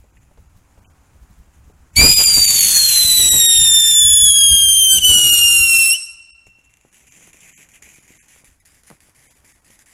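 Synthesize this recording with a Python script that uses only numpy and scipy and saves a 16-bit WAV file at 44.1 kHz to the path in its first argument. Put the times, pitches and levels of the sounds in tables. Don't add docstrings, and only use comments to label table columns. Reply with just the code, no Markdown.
import sys
import numpy as np
from scipy import signal
from scipy.fft import rfft, irfft, next_fast_len
from scipy.io import wavfile
from scipy.ndimage import uniform_filter1d

SR = 44100
rng = np.random.default_rng(int(sys.argv[2]) if len(sys.argv) > 2 else 0)


def bounce(signal):
    frames = np.transpose(np.atleast_2d(signal))
    limited = np.clip(frames, -1, 1)
    pcm = np.round(limited * 32767).astype(np.int16)
    wavfile.write(sys.argv[1], SR, pcm)


def undo_db(level):
    steps = np.asarray(level, float) / 20
    return 10 ** steps


N = 437913
TIME = np.arange(N) / SR

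LIT_S, OUT_S, CHOKE_S = 1.966, 5.94, 4.999
BURNING = slice(int(1.958 * SR), int(6.2 * SR))

# time in seconds, main line in dB, half-pitch lines in dB, roar in dB.
BURN_LEVELS = [(1.98, -6.5, -9, -40.5), (2.4, -8.5, -12, -45), (2.55, -14.5, -8, -43),
               (2.75, -6.5, -8.5, -43), (2.92, -9, -9.5, -43.5), (3.05, -9.5, -13, -43),
               (3.4, -14, -10.5, -46.5), (3.8, -13.5, -10.5, -51), (4.29, -17, -15.5, -55.5),
               (4.325, -20.5, -30.5, -58.5), (4.36, -17.5, -16, -56.5), (4.68, -18.5, -17, -58),
               (4.72, -19, -24, -57.5), (4.87, -19.5, -41.5, -55), (4.91, -18.5, -10, -57.5),
               (4.97, -21.5, -18, -53), (5.04, -16, -19.5, -56.5), (5.1, -18, -11.5, -47),
               (5.3, -19, -14.5, -47.5), (5.65, -19, -14.5, -53.5), (5.82, -20, -19.5, -50.5),
               (5.9, -18.5, -25, -54), (5.95, -22, -33, -58.5)]
# frequency in Hz, gain in dB.
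PATH_RESPONSE = [(1300, -5.5), (2000, -3), (3000, 6), (4300, -9), (5300, -1.5), (6300, 5), (6900, 9),
                 (7800, 12.5), (8200, 1.8), (8900, 3.5), (9500, 8.5), (10250, 12), (10700, 6.5),
                 (11100, 10), (11600, 2), (12500, 5.5), (14000, -4.5), (15000, -14.5), (15700, -17.5)]
# frequency in Hz, density in dB per Hz.
FLUTTER_SPECTRUM = [(76, -26.5), (130, 6), (524, -7.5), (597, -9), (1020, -11), (1200, -18), (1560, -13.5),
                    (2640, -120)]


def columns(table):
    s, *rest = np.transpose(table)
    return [np.interp(TIME, s, c) for c in rest]


def on_log(hz, points):
    f, v = np.transpose(points)
    return np.interp(np.log(np.maximum(hz, 1)), np.log(f), v)


def unit(x):
    return x / np.sqrt(np.mean(np.abs(x) ** 2))


def colour(x, points):
    size = next_fast_len(len(x))
    gain = undo_db(on_log(np.fft.rfftfreq(size, 1 / SR), points))
    return irfft(rfft(x, size) * gain, size)[:len(x)]


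def noise(points):
    return unit(colour(rng.standard_normal(N), points))


def walk(rate_hz):
    size = max(int(SR / rate_hz), 1)
    return unit(uniform_filter1d(uniform_filter1d(rng.standard_normal(N), size), size))


def complex_walk(real_hz, imag_hz):
    return (walk(real_hz) + 1j * walk(imag_hz))[BURNING]


def held(rate_hz):
    step = np.cumsum(rng.random(N) < rate_hz / SR)
    return uniform_filter1d(rng.standard_normal(N)[step], size=90)


def add(out, s, shape):
    start = int(s * SR)
    out[start:start + len(shape)] += shape


def peak(s, before_s, after_s):
    return np.interp(TIME, (s - abs(before_s), s, s + abs(after_s)), (0, 1, 0))


def scatter(times, gains, shape):
    out = np.zeros(N)
    out[(np.asarray(times) * SR).astype(int)] = gains
    return signal.fftconvolve(out, shape)[:N]


def patchy(x, depth_db):
    parts = signal.stft(x, SR, nperseg=256)[2]
    field = uniform_filter1d(rng.standard_normal(parts.shape), size=3, axis=0)
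    field = uniform_filter1d(field, size=18, axis=1)
    return signal.istft(parts * undo_db(depth_db * (unit(field) - .3)), SR)[1][:len(x)]


def night():
    # frequency in Hz, density in dB per Hz.
    spectrum = [(150, -40), (250, -0.5), (427, -10.5), (823, -7), (1560, -10), (2200, -17), (3630, -23.5),
                (7630, -20), (15500, -30.5)]
    gain_db = np.interp(TIME, (5.9, 6, 9), (0, -9, -4))
    return undo_db(-61.5 + gain_db + 1.6 * walk(2.3)) * noise(spectrum)


def low_air():
    # time in seconds, rise in dB.
    gusts = [(0.0, 11.5), (.404, 8.5), (.572, 14.5), (.798, 7.5), (1.048, 0.5), (.76, 3), (1.15, 4.5),
             (1.23, 11.5), (1.31, 13), (1.39, 10.5), (1.58, 9), (1.68, 8), (1.94, 8), (6.138, 8),
             (6.34, 3.5), (6.48, 14), (6.67, 6.5), (7.3, 10.5), (7.66, 8.5), (7.85, 5), (8.12, 5.5),
             (8.5, 9.5), (8.93, 11), (9.18, 2), (9.44, 4)]
    # time in seconds, thump in dB, flutter in dB.
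    thumps = [(1.994, -14.5, -21), (2.049, -19.5, -19), (2.199, -40.5, -31.5), (2.11, -38, -40.5),
              (2.28, -40.5, -32), (2.377, -35, -30.5), (3.047, -37, -37), (3.201, -31.5, -36.5),
              (3.269, -35, -37), (3.34, -34.5, -32), (3.6, -31.5, -50.5), (4.05, -34, -68),
              (4.231, -31, -50.5), (4.38, -38, -53), (4.51, -33, -50), (4.63, -41.5, -54),
              (4.958, -36, -36), (5.097, -31, -32), (5.17, -40.5, -31.5), (5.251, -42.5, -38),
              (5.33, -40, -41.5), (5.449, -40, -56.5), (5.6, -36.5, -59)]
    # frequency in Hz, density in dB per Hz.
    rumble_spectrum = [(12, -11.5), (28, -2.5), (44, -5), (55, 1), (70, 0), (110, -9), (200, -16.5),
                       (400, -45.5)]
    wind_db, gust_s = -54, 0.049
    rise_db_per_s, fall_db_per_s = 498.5, 252.5

    ducked_db = -12.5 * peak(6., .1, 20)
    gust_db = sum(db * peak(s, 0.63 * gust_s, 0.87 * gust_s) for s, db in gusts)
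    burning = (TIME > LIT_S) * undo_db(np.minimum(fall_db_per_s * (5.8 - TIME), 0))
    rumble = undo_db(wind_db + ducked_db + gust_db)
    rumble = rumble + undo_db(-43.5 + 1.2 * walk(9.8)) * burning

    flame_db = -8.5 + uniform_filter1d(hiss_db(), size=4000)
    jet_db = columns(BURN_LEVELS)[2] * 0.62 - 20.5 + 1.4 * walk(5)
    flutter = undo_db(-68.5 + 3.0 * ducked_db) + undo_db(flame_db) * (TIME > OUT_S)
    flutter = flutter + undo_db(jet_db) * burning

    age_s = np.arange(-1300, 12000) / SR
    shape = undo_db(np.minimum(rise_db_per_s * age_s, -fall_db_per_s * age_s))
    for s, thump_db, flutter_db in thumps:
        lit = s + age_s > LIT_S
        add(rumble, s + age_s[0], undo_db(thump_db) * shape * lit)
        add(flutter, s + age_s[0], undo_db(flutter_db) * shape ** 1.5 * lit)
    rumble = rumble * undo_db(1.7 * walk(18)) * noise(rumble_spectrum)
    return rumble + flutter * undo_db(2 * walk(63)) * noise(FLUTTER_SPECTRUM)


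def hiss_db():
    # time in seconds, level in dB.
    spray_levels = [(6.4, -81), (6.88, -67.5), (6.95, -55), (7.06, -54.5), (7.3, -51), (7.4, -50),
                    (7.495, -49), (7.51, -57), (7.59, -49.5), (7.62, -50), (7.85, -50.5), (7.97, -53),
                    (7.99, -52.5), (8.2, -56), (8.7, -56.5), (8.865, -59.5), (8.875, -52), (8.95, -59.5),
                    (9.2, -57), (9.93, -56.5)]
    # clearing time in seconds, depth in dB, clogging in seconds.
    clogs = [(6.927, 7.5, .04), (7.124, 4.5, .03), (7.069, 8, 0.06), (7.331, 15.5, 0.035), (7.405, 7, 0.1),
             (7.59, 1, 0.0304), (7.689, 14, 0.053), (7.738, 9, 0.12), (7.822, 22, .06), (8.027, 7, 0.05),
             (8.079, 6.5, 0.096), (8.191, 6, 0.031), (8.283, 11.5, 0.067), (8.444, 14, .04),
             (8.601, 19, 0.12), (8.652, 27, .05), (8.835, 11, 0.05), (9.005, 11.5, 0.057),
             (9.148, 14, 0.066), (9.446, 11, 0.13), (9.646, 13, 0.14), (9.704, 7, 0.021), (9.79, 10, 0.033),
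             (9.86, 16, .04)]
    # time in seconds, rise in dB.
    puffs = [(.16, 6), (.22, 9), (.554, 1), (1.2, -3), (1.33, 7), (1.44, 4.5), (1.54, 9), (1.64, 7),
             (6.469, 22), (6.59, 11), (6.645, 12), (6.7, 12)]
    clear_s, surge_s, surge_share = .002, 0.021, 0.091

    fuse_db = -72.5 + 699 * np.maximum(TIME - 1.925, 0)
    spray_db = columns(spray_levels)[0]
    for s, depth_db, clogging_s in clogs:
        surge = surge_share * peak(s, clear_s, surge_s)
        spray_db = spray_db - depth_db * (peak(s - clear_s, clogging_s, clear_s) - surge)
    db = np.where(TIME < 1.96, fuse_db, np.where(TIME < 6.35, -100, spray_db))
    return db + sum(rise_db * peak(s, 0.011, 0.044) for s, rise_db in puffs)


def spray():
    # time in seconds, peak in dB.
    spits = [(6.4674, -45), (6.7391, -39), (6.771, -39.5), (6.8116, -41.5), (6.9278, -40.5),
             (6.9443, -34.5), (7.0296, -45), (7.1229, -34.5), (7.3337, -36), (7.37, -37), (7.4064, -43.5),
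             (7.6005, -43), (7.6888, -40), (7.718, -32), (7.7459, -40.5), (7.8245, -27), (8.2786, -62.5),
             (8.3506, -44.5), (8.657, -37), (8.8351, -37), (8.9011, -31), (9.0048, -36), (9.0955, -41),
             (9.164, -43.5), (9.646, -48.5), (9.68, -50), (9.7053, -35.5), (9.792, -37), (9.82, -48),
             (8.4454, -36.5)]
    # frequency in Hz, density in dB per Hz.
    early_spectrum = [(600, -27.5), (1400, -18.5), (1900, -4.5), (2400, 2), (3000, -6), (4300, -24),
                      (5200, -23.5), (6000, -5.5), (7100, 0.5), (7800, -6.5), (8500, -16.5), (10000, -8.5),
                      (12400, -17), (15500, -33)]
    # frequency in Hz, density in dB per Hz.
    late_spectrum = [(600, -16), (1200, -14.5), (1950, 0), (2600, -8.5), (4200, -13.5), (4850, -7),
                     (5300, -8.5), (6000, -8.5), (7300, -4.5), (8400, -9), (9900, -1), (12500, -11),
                     (15500, -26.5)]

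    s, peak_db = np.transpose(spits)
    age_s = np.arange(4000) / SR
    spit = np.exp(-age_s / 0.00086) + 0.073 * np.exp(-age_s / 0.033)
    burst = scatter(s, undo_db(peak_db), spit)
    grains = undo_db(hiss_db() + 1.0 + 1.6 * walk(500) + .8 * walk(40)) * rng.standard_normal(N)
    grains = grains + .5 * burst * rng.choice([-1, 1], N)
    white = rng.standard_normal(N)
    early = colour(grains, early_spectrum) / np.std(colour(white, early_spectrum))
    late = colour(grains, late_spectrum) / np.std(colour(white, late_spectrum))
    burnt = np.interp(TIME, (7.9, 8.6), (.1, .95))
    return patchy(np.sqrt(1 - burnt) * early + np.sqrt(burnt) * late, 1.7)


def steps():
    # time in seconds, peak in dB, centre in Hz.
    footfalls = [(0.04, -51.5, 520), (0.169, -53, 2470), (0.31, -52, 611), (0.373, -42.5, 610),
                 (0.775, -48, 743), (0.846, -50, 2831), (1.155, -53, 480), (1.696, -46.5, 520)]
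    out, age_s = np.zeros(N), np.arange(2500) / SR
    for s, db, hz in footfalls:
        below = (hz - 1000, -25) if hz > 2000 else (170, -9)
        above = (min(hz * 2.0, hz + 700), -20)
        tint = [(80, -40), below, (hz * 0.71, -4), (hz, 0), above, (15000, -45)]
        grit = unit(colour(rng.standard_normal(len(age_s)), tint))
        add(out, s, undo_db(db) * grit * np.exp(-age_s / 0.0094) * np.minimum(age_s / .0015, 1))
    return out


def alight_db():
    catch_db = 3501 * np.minimum(TIME - LIT_S, 0)
    die_db = 462.5 * np.clip(TIME - OUT_S, 0, .06)
    return np.maximum(catch_db - die_db, -120) - 17 * peak(CHOKE_S, .01, .05)


def pitch():
    # time in seconds, pitch in Hz.
    tube_pitch = [(1.96, 5125), (2.3, 4760), (2.6, 4475), (2.8, 4290), (3, 4068), (3.2, 3944), (3.4, 3782),
                  (3.55, 3708), (3.71, 3597), (3.77, 3600), (3.86, 3562), (3.92, 3562), (4.02, 3478),
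                  (4.11, 3432), (4.21, 3425), (4.3, 3348), (4.41, 3275), (4.46, 3275), (4.51, 3238),
                  (4.62, 3222), (4.7, 3168), (4.77, 3172), (4.89, 3112), (4.97, 3105), (5.03, 2940),
                  (5.07, 2995), (5.15, 2928), (5.3, 2853), (5.5, 2803), (5.62, 2768), (5.75, 2706),
                  (5.82, 2706), (5.86, 2692), (5.885, 2706)]
    # time in seconds, jump in Hz, settling in seconds.
    kicks = [
        (4.973, -90, .006),
        (4.981, 170, .003),
        (4.985, -200, .01),
        (4.994, 330, .016),
        (5.049, 140, .006),
    ]
    hz = columns(tube_pitch)[0]
    hz = hz - 630 * np.clip(1 - (TIME - 1.96) / .2, 0, 1) ** 2
    hz = hz + 300 * np.exp(np.minimum(TIME - 5.948, 0) / .012)
    return hz + sum(jump * (TIME > s) * np.exp(-np.abs(TIME - s) / settle) for s, jump, settle in kicks)


def whistle():
    # time in seconds, share 0-1, spread in Hz, split in Hz.
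    stumble = [(1.95, .05, 150, 0), (2.15, .2, 200, 0), (2.3, .92, 215, 60), (2.45, .96, 190, 210),
               (2.6, .96, 210, 120), (2.72, .97, 170, 300), (2.8, .97, 160, 420), (2.91, .97, 170, 400),
               (2.98, .9, 190, 120), (3.07, .6, 185, 0), (3.12, .35, 170, 0), (3.45, .15, 150, 0),
               (5.0, .1, 150, 0), (5.1, .5, 240, 0), (5.3, .3, 260, 0), (5.98, .3, 280, 0)]
    # time in seconds, depth in dB, half width in seconds.
    fades = [(2.151, 15, .03), (2.236, 14.5, .025), (2.9, 5, 0.046), (3.3, 6.5, .05), (5.08, 3.5, .03),
             (5.25, 2, 0.055)]
    # time in seconds, share of the pitch.
    hops = [(1.96, .009), (2.0, .0025), (2.5, .0035), (4.3, .0045), (4.6, .003), (5.1, .0025),
            (5.95, .0018)]
    # multiple of half the pitch, level in dB.
    orders = [(1, -24.5), (2, 2), (3, -17), (4, -10.5), (5, -18.5), (6, -9), (7, -21), (8, -14), (9, -19.5),
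              (10, -13), (11, -19.5)]
    # time in seconds, level in dB.
    fifths = [(2.199, -59), (2.35, -36), (2.55, -30.5), (2.801, -33.5), (2.95, -35), (3.1, -53.5)]
    # share of the pitch, level in dB.
    fifth_lines = [(.8, 0), (1.2, -6), (1.8, -8), (2.2, -8)]

    time, hz = TIME[BURNING], pitch()[BURNING]
    main_db, half_db, _ = (c[BURNING] for c in columns(BURN_LEVELS))
    lost, spread_hz, split_hz = (c[BURNING] for c in columns(stumble))
    fifth_db = columns(fifths)[0][BURNING]
    main_db = main_db - sum(db * peak(s, half_s, half_s) for s, db, half_s in fades)[BURNING]
    over_db = -18.5 + 1.61 * (time - LIT_S)
    over_db = over_db - 7 * peak(CHOKE_S, 0.025, 0.03)[BURNING] + 0.36 * walk(3.2)[BURNING]
    over_db = over_db - 324.5 * np.maximum(time - 5.92, 0)

    tremble = (columns(hops)[0] * held(160))[BURNING] + (.001 + .003 * lost) * walk(500)[BURNING]
    half_turn = np.cumsum(np.pi * hz * (1 + tremble) / SR)

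    wide = np.clip((spread_hz - 150) / 200, 0, 1)
    slow = complex_walk(500, 500) / np.sqrt(2)
    fast = complex_walk(1500, 1500) / np.sqrt(2)
    slip = np.sqrt(1 - wide) * slow + np.sqrt(wide) * fast
    parting = np.sqrt(2) * np.cos(np.cumsum(2 * np.pi * split_hz / SR))
    slip = slip * np.where(split_hz > 0, parting, 1)
    lost = np.clip(lost, 0, 1)
    pattern = np.sqrt(1 - lost) + np.sqrt(lost) * slip
    pattern = pattern * undo_db(half_db + 2.0 * walk(140)[BURNING])

    lighting_db = 18 * np.exp(-((time - 1.99) / .1) ** 2)
    ragged = .062 * complex_walk(620, 500)
    tone = 0
    for k, order_db in orders:
        sway_db = 1.3 * (1 - 1.3 * lost) if k % 2 else 1.2
        db = order_db + sway_db * walk(42)[BURNING] + lighting_db * (k < 1.5)
        way = undo_db(on_log(k * hz / 2, PATH_RESPONSE))
        if k > 2:
            way = way + undo_db(-10.5) * complex_walk(140, 60)
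        size = pattern if k % 2 else undo_db(over_db if k > 2 else main_db) * (1 + ragged)
        wave = (way * size * np.exp(1j * (k * half_turn + k * k / 2))).real
        tone = tone + np.sqrt(2) * undo_db(db) * wave * (k * hz / 2 < 15750)

    blur = complex_walk(250, 250)
    for share, db in fifth_lines:
        level = undo_db(fifth_db + db + on_log(share * hz, PATH_RESPONSE))
        tone = tone + level * (blur * np.exp(2j * share * half_turn)).real
    out = np.zeros(N)
    spent_s = np.maximum(time - 5.961, 0)
    out[BURNING] = undo_db(alight_db()[BURNING]) * tone * np.exp(-spent_s / 0.0056)
    return out


def gas_roar():
    # frequency in Hz, density in dB per Hz ahead of the path.
    spectrum = [(200, -26), (700, -13.5), (1900, -11), (3100, -4.5), (4200, 1.5), (5600, -10), (7500, -8),
                (12000, -8), (15500, -8)]
    time = TIME[BURNING]
    roar_db = columns(BURN_LEVELS)[2][BURNING]
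    roar = colour(colour(rng.standard_normal(len(time)), spectrum), PATH_RESPONSE)
    roar = patchy(roar, 3) * undo_db(roar_db + 27.5 + walk(23)[BURNING])
    spent_s = np.maximum(time - 5.961, 0)
    out = np.zeros(N)
    out[BURNING] = undo_db(alight_db()[BURNING]) ** 0.36 * roar * np.exp(-spent_s / 0.043)
    return out


def surroundings(x):
    # delay in seconds, level in dB.
    echoes = [
        (.105, -21),
        (.185, -34),
    ]
    # frequency in Hz, t60 in seconds.
    decay = [(1400, 1.5), (3000, 1.55), (5500, .95), (8000, .8), (11000, .55), (14000, 0.33)]
    # frequency in Hz, gain in dB.
    tint = [(1400, 6), (2700, -2.5), (2860, -6), (3000, -11), (4300, 4), (5500, 6), (8200, 4), (11000, -2),
            (14000, -11)]

    hz, t, tail = signal.stft(rng.standard_normal(int(1.8 * SR)), SR, nperseg=256)
    tail = signal.istft(tail * undo_db(-60 * t / on_log(hz, decay)[:, None]), SR)[1]
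    tail = undo_db(-20.5) * tail / np.linalg.norm(tail)
    tail = tail * undo_db(8 * np.exp(-np.arange(len(tail)) / SR / .07))
    for s, db in echoes:
        front = rng.standard_normal(900) * np.exp(-np.arange(900) / SR / .004)
        add(tail, s, undo_db(db) * front / np.linalg.norm(front))
    wet = signal.fftconvolve(x, np.r_[np.zeros(600), tail])[:N]
    return x + colour(wet, tint)


def blasts():
    # time in seconds, level in dB.
    gas_blasts = [(2.015, -19.5), (2.063, -21.5), (2.11, -36), (2.195, -31), (2.21, -28.5), (2.38, -31)]
    size = sum(undo_db(db) * peak(s, .006, 0.028) for s, db in gas_blasts)
    return size * noise([(150, -5.5), (500, 0), (2500, -3.5), (3600, -11), (6000, -40)])


def pops():
    # time in seconds, peak in dB, push in ms.
    spark_pops = [(6.469, -43.5, 0.37), (6.586, -50.5, 0.55), (6.85, -43, 0.5), (7.209, -44, 0.225),
                  (7.276, -43.5, 0.26), (7.344, -45, 0.46), (7.825, -45, 0.46), (7.985, -47.5, 0.87),
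                  (8.105, -42, 0.98), (8.362, -43, 0.12), (8.439, -46, 0.48), (8.903, -33, 0.11),
                  (8.913, -31.5, 0.3), (8.929, -50, 0.42), (9.087, -47.5, 0.36), (9.443, -50.5, 0.5),
                  (9.702, -43, 0.65)]
    out, age_ms = np.zeros(N), np.arange(2000) / SR * 1000
    for s, db, push_ms in spark_pops:
        a = age_ms / max(push_ms, .15)
        push = a * np.exp(-a * a / 2) - 0.38 * a / 3.5 * np.exp(-(a / 2.5) ** 2 / 2)
        rustle = unit(colour(rng.standard_normal(len(a)), FLUTTER_SPECTRUM)) * np.exp(-age_ms / 14)
        add(out, s, undo_db(db + 8) * push + undo_db(db - 11) * rustle)
    return out


def scene():
    fountain = surroundings(whistle() + gas_roar())
    mono = night() + low_air() + spray() + steps() + fountain + blasts() + pops()
    return np.array([mono, mono])


def starve(x):
    starved_s = [.19, .49, .81, .87, .935, 1.73, 2.152, 2.258, 2.47, 2.6, 3.3, 3.475, 3.585, 4.29, 4.33,
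                 4.54, 4.67, 5.16, 5.225, 5.31, 7.955, 9.535, 5.69, 5.78, .125, 1.92, 6.91, 7.1, 7.72, 8.0,
                 8.61, 9.34, 9.615]
    emptied_s = [.865, .885, 6.33, 7.55, 8.2, 9.29]
    # frequency in Hz, threshold in dB.
    thin_top = [(13500, -48), (14500, -41), (15000, -33), (15700, -27)]
    seams_hz = [4370, 5200, 8250, 11600, 13300]

    hz, t, parts = signal.stft(x, SR, nperseg=1024)
    rows_hz = hz[:, None]
    power = np.abs(parts) ** 2
    nearby = uniform_filter1d(power, size=40, axis=0)
    short = np.abs(t[:, None] - np.array(starved_s)).min(axis=1) < .009
    empty = np.abs(t[:, None] - np.array(emptied_s)).min(axis=1) < .02
    bar = np.where(short, 1.5, .0015) * nearby
    bar = np.where(empty, 1.3 * uniform_filter1d(power, size=160, axis=0), bar)
    kept = (power > bar) | (rows_hz < np.where(t < LIT_S, 1600, 300))

    band = np.add.reduceat(power, np.arange(0, len(hz), 6)) / 6
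    band = np.repeat(band, 6, axis=0)[:len(hz)]
    band = uniform_filter1d(band, size=4, axis=1)
    faint = band < 8e-4 * uniform_filter1d(power, size=40, axis=0, origin=8)
    floor = undo_db(2 * on_log(hz, thin_top))[:, None] * power.mean(axis=0)
    thin = (rows_hz > thin_top[0][0]) & (band < floor)
    seam = undo_db(-7 * (np.abs(rows_hz - seams_hz).min(axis=1) < 30))[:, None]
    parts = parts * seam * np.where(faint, .07, 1) * np.where(thin, .002, 1)
    parts = parts * np.where(kept, 1, np.where(empty, .03, .18))
    return signal.istft(parts, SR)[1][:N]


def low_pass(x):
    return signal.sosfilt(signal.butter(12, 15640, fs=SR, output="sos"), x)


def record(dry):
    mono = starve(np.clip(dry[0], -.97, .97))
    return low_pass(np.array([mono, mono]))


dry = scene()
out = record(dry)
bounce(out)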